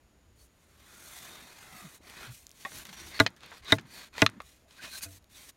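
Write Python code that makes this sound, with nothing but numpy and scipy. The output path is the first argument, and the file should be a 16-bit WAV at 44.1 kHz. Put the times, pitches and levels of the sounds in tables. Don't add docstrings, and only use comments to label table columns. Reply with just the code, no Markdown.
import sys
import numpy as np
from scipy import signal
from scipy.fft import rfft, irfft
from scipy.io import wavfile
from scipy.ndimage import uniform_filter1d

SR = 44100
rng = np.random.default_rng(int(sys.argv[2]) if len(sys.argv) > 2 else 0)


def to_wav(s):
    ch = np.atleast_2d(s).T
    pcm = np.round(np.clip(ch, -1, 1) * 32767)
    wavfile.write(sys.argv[1], SR, pcm.astype(np.int16))


def boost(x):
    u = np.asarray(x, float) / 20
    return 10 ** u


N = 245479

EDGES_HZ = [90, 350, 2000, 6000, 16400]
# (time [s], peak level [dB], air column [dB], crack [dB], thud [dB])
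BLOWS = [
    (3.2, -5, -12, -19.5, -25),
    (3.722, -5, -13.5, -22.5, -20),
    (4.219, -7.5, -8.5, -14, -17.5),
]


def evened(x):
    return x / np.sqrt(np.mean(x ** 2) + 1e-20)


def peaked(x):
    return x / np.max(abs(x))


def read(points, hz):
    f, value = np.transpose(points)
    return np.interp(np.log(hz + 1), np.log(f + 1), value)


def add(mix, s, sound):
    part = mix[round(s * SR):][:len(sound)]
    part += sound[:len(part)]


def resonate(x, hz, width):
    turn = np.exp(2j * np.pi * np.cumsum(hz * np.ones(len(x))) / SR)
    pole = np.exp(-np.pi * width / SR)
    return 2 * (turn * signal.lfilter([1 - pole], [1, -pole], x / turn)).real


def ring(modes, turns, alternate):
    t = np.arange(SR // 2) / SR
    out = np.zeros(len(t))
    for k, (hz, db, t60) in enumerate(modes):
        swell = 1 - np.exp(-t * hz / turns)
        out += (-1) ** (k * alternate) * boost(db - 60 * t / t60) * np.sin(2 * np.pi * hz * t) * swell
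    return peaked(out)


def crack(t60, low_hz, high_hz):
    t = np.arange(4000) / SR
    band = signal.butter(2, [low_hz, high_hz], "band", fs=SR, output="sos")
    return peaked(signal.sosfilt(band, rng.standard_normal(len(t)) * boost(-60 * t / t60)))


def patchy(x, colour, patchy_db, frames, bins):
    hz, _, z = signal.stft(x, SR, nperseg=512, noverlap=384)
    patches = uniform_filter1d(rng.standard_normal(z.shape), round(bins), 0)
    patches = evened(uniform_filter1d(patches, round(frames), 1))
    gain = boost(read(colour, hz)[:, None] + patchy_db * patches)
    return signal.istft(z * gain, nperseg=512, noverlap=384)[1][:N]


def woods():
    # (frequency [Hz], density [dB per Hz])
    leaves = [(59, -30), (100, -1.5), (360, -7), (486, -12), (642, -10), (794, -14.5), (1870, -17.5),
              (4780, -24), (6870, -27), (7650, -32), (9270, -26.5), (14500, -32.5), (16500, -44.5)]
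    # (time [s], half length [s], level [dB])
    low_swells = [(0.053, 0.026, -64), (0.337, 0.11, -68), (0.773, 0.088, -67), (1.07, 0.076, -69),
                  (1.448, .06, -74), (1.75, 0.087, -65.5), (2.24, .15, -63), (2.78, 0.028, -53),
                  (3.06, 0.067, -55), (3.62, 0.028, -56), (4.13, 0.033, -66), (4.45, 0.044, -64),
                  (5.008, 0.15, -67.5), (5.35, 0.049, -66.5)]
    insects_hz, wind_hz, breeze_db = 6850, 58, -67.5
    air = evened(patchy(rng.standard_normal(N), leaves, patchy_db=-0.5, frames=20, bins=3))
    insects = evened(resonate(resonate(rng.standard_normal(N), insects_hz, 500), insects_hz, 500))
    wind = evened(resonate(resonate(rng.standard_normal(N), wind_hz, 54), wind_hz, 54))
    t = np.arange(N) / SR
    strength = boost(breeze_db) + sum(boost(db) * np.exp(-((t - s) / half) ** 2) for s, half, db in low_swells)
    return boost(-66) * air + boost(-79) * insects + strength * wind


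def stroke(t, fastest, rise, fall, start_db, end_db):
    roundness, stop_s = 1.3, .012
    before = np.clip((fastest - t) / rise, 0, 1)
    after = np.clip((t - fastest) / fall, 0, 1)
    edges = np.clip(np.minimum(t - fastest + rise, fastest + fall + stop_s - t) / stop_s, 0, 1)
    return (edges * boost(start_db * before ** roundness + end_db * after ** roundness)) ** 2


def rubbing():
    # (fastest at [s], speeding up [s], slowing down [s], rubbing level [dB], brightness [dB])
    pushes = [(.62, 0.17, 0.3, -76, 3), (.93, 0.25, 0.18, -61.5, -1), (1.16, 0.31, 0.18, -57, 6),
              (1.33, 0.32, 0.22, -54.5, -2), (1.62, 0.24, 0.12, -57, -1), (1.8, 0.21, 0.13, -55.5, 1),
              (1.95, 0.098, 0.029, -60.5, 5.5), (2.1, 0.094, 0.14, -56, -3.5),
              (2.245, 0.22, .075, -51.5, -5)]
    regrips = [(.42, 0.071, 0.044, -70, 8), (2.63, 0.12, .05, -57, 1), (5.13, 0.14, 0.049, -60.5, 5.5),
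               (5.37, .08, 0.076, -56, 1.5), (5.497, 0.084, 0.0047, -53.5, 2.5)]
    nudges = [(2.725, 0.075, 0.054, -56, 3.5), (2.78, .06, 0.053, -51.5, 3),
              (2.87, 0.031, 0.059, -56.5, -0.5), (2.933, .012, 0.021, -51.5, -2.5),
              (3.005, 0.045, .07, -51, -2.5), (3.085, 0.037, 0.031, -56.5, 5)]
    settlings = [(2.33, 0.034, 0.12, -58.5, 5.5), (2.47, .08, 0.09, -70.5, 0), (4.48, 0.075, .17, -63.5, 0)]
    rams = [(3.17, 0.17, 0.022, -47.5, 2), (3.71, 0.096, 0.017, -40, -3.5), (4.2, 0.08, 0.024, -41.5, 0)]
    draws = [(3.37, .015, 0.014, -61.5, -1), (3.44, 0.06, 0.1, -54, -10.5), (3.55, 0.086, 0.054, -56, -1),
             (3.95, 0.084, 0.051, -52.5, 3.5), (4.02, 0.17, 0.061, -51, 1)]
    withdrawal = [(4.72, 0.05, 0.073, -60.5, -4), (4.79, 0.048, 0.025, -54, -8),
                  (4.85, 0.049, 0.044, -43.5, -8), (4.95, 0.094, 0.019, -49.5, 3.5),
                  (4.985, .04, 0.013, -46.5, 5.5), (5.036, 0.027, 0.028, -45.5, 7)]
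    # (rows, start [dB], end [dB], carriage [dB], bore [dB], grit [dB])
    kinds = [(pushes, -16, -9.5, -7, 0, 0), (regrips, -16, -4, -13, -6.5, 0),
             (nudges, -3, -2.5, -7.5, -3.5, -1.6), (settlings, -8, -14.5, -12, -11, 0),
             (rams, -25, -4, -14, -3, -10.5), (draws, -21, -8, -11, -3, -6),
             (withdrawal, -14.5, -12, -13.5, -7, 0)]
    shudder_db = [-36.5, -49.5, -51, -64.5]
    shudder_t60 = [.35, 0.56, 0.37, .35]
    bore_dulling = 0.23
    rebound_db, rebound_s = -51.5, .035

    t = np.arange(0, N + 64, 64) / SR
    power = np.zeros((4, len(t)))
    for rows, start_db, end_db, carriage_db, bore_db, grit_db in kinds:
        for fastest, rise, fall, db, bright_db in rows:
            parts_db = np.array([carriage_db, bore_db - bore_dulling * bright_db, 0, grit_db + bright_db])
            share = boost(db + parts_db)
            power += share[:, None] ** 2 * stroke(t, fastest, rise, fall, start_db, end_db)
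    for s, *_ in BLOWS:
        since = np.maximum(t - s, 0)
        power += (t > s) * boost(np.c_[shudder_db] - 60 * since / np.c_[shudder_t60]) ** 2
        power[3] += boost(rebound_db) ** 2 * stroke(t, s + .01, .01, rebound_s, 0, -4.5)
    return [np.interp(np.arange(N) / SR, t, np.sqrt(row)) for row in power]


def scrape():
    # (frequency [Hz], density [dB per Hz])
    rub_colour = [(60, -4), (165, 1.5), (480, -10.5), (1000, -5.5), (2400, -6), (2800, -7.5), (3600, -4),
                  (4400, -6), (5000, -11.5), (6000, -10), (7900, -12.5), (9300, -9.5), (10300, -14),
                  (12000, -11.5), (13300, -16.5), (16000, -17)]
    # (frequency [Hz], level against the rubbing [dB])
    rod_modes = [(620, -22), (1070, -22), (1570, -27.5), (2100, -25), (2500, -17.5)]
    hiss_top_hz, grains_per_s = 15900, 1500
    sizes = boost(4.0 * np.minimum(rng.exponential(1, N), 3.5))
    grit = sizes * (rng.random(N) < grains_per_s / SR) * rng.choice([-1, 1], N)
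    slips = uniform_filter1d(uniform_filter1d(rng.standard_normal(N), size=350), size=350)
    rub = (rng.standard_normal(N) + 0.44 * evened(grit)) * boost(1.3 * evened(slips))
    z = rfft(patchy(rub, rub_colour, patchy_db=2.0, frames=18, bins=2.5))
    hz = np.fft.rfftfreq(N, 1 / SR)
    drive = rubbing()
    out = drive[2] * sum(boost(db) * evened(resonate(rub, f, 30)) for f, db in rod_modes)
    for low, high, gain in zip(EDGES_HZ, EDGES_HZ[1:], drive):
        band = 1 / np.sqrt((1 + (low / (hz + 1)) ** 12) * (1 + (hz / high) ** 12))
        out += evened(irfft(z * band * (hz < hiss_top_hz), N)) * gain
    return out


def spell(length, from_hz, to_hz, width, db):
    hz = np.linspace(from_hz, to_hz, round(length * SR))
    hiss = rng.standard_normal(SR)[:len(hz)]
    sung = evened(resonate(resonate(hiss, hz, width), hz, width))
    return boost(db) * sung * signal.windows.tukey(len(hz), .8)


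def catches():
    # (time [s], length [s], frequency [Hz], width [Hz], level
    # [dB])
    songs = [(0.408, 0.04, 4450, 250, -66), (1.749, .03, 184, 40, -51.5), (1.856, 0.042, 169, 40.2, -47.5),
             (2.007, 0.011, 241, 200, -54.5), (2.247, 0.041, 1420, 200, -49.5),
             (2.307, 0.049, 116, 29.8, -47), (2.899, 0.043, 167, 100, -53.5), (3, 0.1, 5780, 200, -54.5),
             (3.047, 0.076, 333, 50, -56), (3.167, 0.056, 4350, 400, -48.5),
             (3.157, 0.049, 1950, 400, -48.5), (3.691, 0.046, 3900, 504, -44), (4.365, .06, 193, 150, -52),
             (4.798, 0.015, 1565, 79.4, -47), (4.86, 0.068, 2500, 80.5, -52), (4.865, 0.045, 638, 80, -59),
             (4.944, 0.033, 1580, 150, -49.5), (4.947, 0.063, 4130, 503, -46),
             (5.029, 0.058, 2500, 80, -52), (5.034, 0.026, 4600, 500, -45), (4.664, 0.06, 632, 80, -68),
             (5.045, 0.062, 1470, 297, -58), (5.355, 0.015, 3700, 298, -54),
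             (5.399, 0.028, 2200, 200, -63.5)]
    # (from [s], to [s], from [Hz], to [Hz], level [dB])
    glides = [(0.82, 1.26, 1480, 1330, -64), (1.2, 1.4, 1140, 570, -64.5), (1.551, 1.94, 867, 640, -60.5),
              (1.547, 1.973, 1430, 1100, -60), (1.553, 1.92, 2130, 1900, -61.5),
              (0.951, 1.6, 3420, 3800, -59), (1.7, 2.06, 3400, 4070, -69), (0.74, 1.55, 7000, 5400, -66),
              (3.86, 4.09, 4650, 4260, -56), (2.075, 2.313, 1870, 1720, -60)]
    out = np.zeros(N)
    for s, length, hz, width, db in songs:
        add(out, s - length, spell(2 * length, hz, hz, width, db))
    for s, end, from_hz, to_hz, db in glides:
        add(out, s, spell(end - s, from_hz, to_hz, 40 + 0.063 * from_hz, db + 1.0))
    return out


def tick(peak_db, hz):
    snap = crack(0.0025, 2200, 15000)
    return boost(peak_db + 4.0) * peaked(0.28 * snap + resonate(snap, hz, 2500))


def contact(t60, share):
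    click = np.pad([.5, 1, .5], (0, 3997))
    return click + share * crack(t60, 460, 7000)


def knock(body, peak_db, crack_db, t60, share):
    hit = contact(t60, share)
    rung = np.zeros(len(hit))
    for k, (hz, width, db) in enumerate(body):
        rung += (-1) ** k * boost(db) * resonate(hit, hz, 30 + 2 * width)
    sound = peaked(peaked(rung) + 0.51 * resonate(hit, 2300, 2500))
    return boost(peak_db) * (sound + boost(crack_db) * crack(.3 * t60, 4500, 11000))


def tap(peak_db, hz, t60):
    dull = resonate(resonate(contact(t60, 0.39), hz, 1.8 * hz), hz, 2.1 * hz)
    return boost(peak_db) * peaked(dull)


def blow(order, peak_db, column_db, crack_db, thud_db):
    # (frequency [Hz], t60 [s], level in blow 1 [dB], 2 [dB], 3 [dB])
    barrel = [(1066, 0.048, -14, -11.5, -11.5), (1195, .036, -5.5, -9, -10), (1441, .04, -3.5, -4, -6.5),
              (1636, .03, 0.5, -0.5, -3.5), (1754, .03, -9.5, -0.5, -7.5), (2005, 0.036, -4, 2, -4),
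              (2200, 0.029, -7.5, -2.5, -8.5), (2500, 0.023, -17.5, -15.5, 0), (2746, .02, -19, -27, -2.5),
              (3120, 0.02, -30, -6.5, -7), (3495, 0.033, -16, -12, -14.5), (3686, 0.024, -13.5, 6.5, -23),
              (3835, .035, -9.5, -1.5, -17.5), (3900, 0.016, -21, 1.5, -20), (4056, 0.02, -1.5, -8.5, -17)]
    column_hz = [107, 287, 443, 590, 650, 872]
    air_column = list(zip(column_hz, [-1.5, 3.5, -3.0, -10.5, -0.5, -5.5],
                          [0.13, .065, .072, 0.074, 0.073, 0.063]))
    iron = [(hz, dbs[order], min(t60, .05)) for hz, t60, *dbs in barrel]
    out = ring(iron, turns=4.3, alternate=False)
    add(out, .0015, -boost(column_db + 3.5) * ring(air_column, turns=0.69, alternate=True)[:20000])
    add(out, 0, boost(crack_db + 12.0) * crack(0.0069, 2500, 6400) + boost(-21.5) * crack(0.025, 7000, 13500))
    add(out, 0, boost(-8.0) * crack(0.016, 1400, 2700) + boost(-23.0) * crack(0.082, 650, 6800))
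    add(out, .002, boost(thud_db) * crack(0.098, 130, 215))
    add(out, .002, boost(-34) * np.hanning(500))
    return boost(peak_db + 4.5) * out


def pop():
    # (frequency [Hz], level [dB], t60 [s])
    open_bore = [(93, 0.5, 0.43), (294, -7.5, 0.32), (494, -17.5, 0.39), (670, -12.5, 0.27)]
    return boost(-39.5) * ring(open_bore, turns=0.66, alternate=True)


def scene():
    # (time [s], peak level [dB], centre [Hz])
    ticks = [(2.0985, -39, 3570), (2.4678, -33.5, 5620), (2.4933, -40, 5700), (2.5066, -44.5, 3040),
             (2.5152, -38, 5800), (2.786, -34, 11800), (2.853, -35.5, 6780), (2.869, -38, 5970),
             (3.001, -45, 5770), (3.2767, -41, 3500), (3.305, -51, 9000), (3.3647, -46.5, 5100),
             (3.374, -59, 6950), (3.431, -49, 8100), (3.462, -42, 7000), (3.511, -45, 7000),
             (3.582, -45.5, 8000), (3.812, -48, 4900), (3.4072, -46, 3980), (3.6476, -45, 4060),
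             (3.7541, -35.5, 3730), (3.87, -50, 4630), (3.9883, -41, 4030), (4.299, -39, 4060),
             (4.4194, -43.5, 4310), (5.226, -58, 3180), (5.243, -49, 3700)]
    # (time [s], peak level [dB], crack [dB], rattle t60 [s], rattle share [1])
    knocks = [
        (2.65, -22.5, -34, 0.072, 0.38),
        (3.2639, -8, -21.5, 0.039, 0.2),
        (4.181, -19.5, -33.5, 0.065, 0.16),
        (4.2637, -2, -25, 0.039, 0.075),
        (4.403, -27, -24, 0.051, 0.18),
    ]
    # (frequency [Hz], width [Hz], level [dB])
    bodies = [
        [(189, 9.8, -4), (585, 14, -4), (787, 24, -3.5), (1117, 11, 0.5), (1856, 23, 0), (2130, 34, -5.5),
         (2490, 18, -7.5), (3160, 24, -14), (3450, 18, -11)],
        [(520, 130, -3.5), (1890, 110, 3), (2450, 73, -2), (3060, 190, -2), (4200, 250, -3), (4940, 120, -3),
         (6340, 280, -14.5)],
        [(404.5, 83, -10.5), (818, 33, -0.5), (1926, 91, -5), (2710, 100, -5), (3340, 810, -12.5)],
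        [(1240, 62, -2), (1880, 100, -4.5), (2600, 210, -5), (3610, 51, -2.5), (4060, 74, -2.5),
         (6840, 290, -18.5)],
        [(584, 19, -3.5), (1160, 28, 4), (2030, 140, -13), (2530, 75, -11), (3740, 300, -19)],
    ]
    # (time [s], peak level [dB], centre [Hz], t60 [s])
    taps = [(2.719, -33, 2100, .02), (2.854, -32.5, 2270, 0.028), (2.891, -35, 1950, 0.07),
            (2.929, -31.5, 2900, 0.04), (3.193, -15, 1970, 0.025), (3.434, -34, 2500, 0.028),
            (3.517, -36, 1030, 0.16), (3.785, -24, 1670, 0.026), (3.796, -35, 3250, 0.03),
            (4.152, -36.5, 1590, .04), (4.292, -28, 1370, 0.018), (4.709, -40.5, 3530, 0.027),
            (4.829, -47, 3500, .06), (5.009, -33, 4200, 0.03)]
    out = woods() + scrape() + catches()
    for rows, source in ((ticks, tick), (taps, tap)):
        for s, *row in rows:
            add(out, s, source(*row))
    for body, (s, *row) in zip(bodies, knocks):
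        add(out, s, knock(body, *row))
    for order, (s, *row) in enumerate(BLOWS):
        add(out, s, blow(order, *row))
    add(out, 5.057, pop())
    return out[None]


def roll_off(x):
    return signal.sosfilt(signal.butter(12, 16810, fs=SR, output="sos"), x)


def record(dry):
    soft = 0.66 * np.tanh(dry / 0.82)
    lowpass = signal.firwin(255, EDGES_HZ[-1], fs=SR)[None]
    return roll_off(signal.oaconvolve(soft, lowpass, "same"))


dry = scene()
out = record(dry)
to_wav(out)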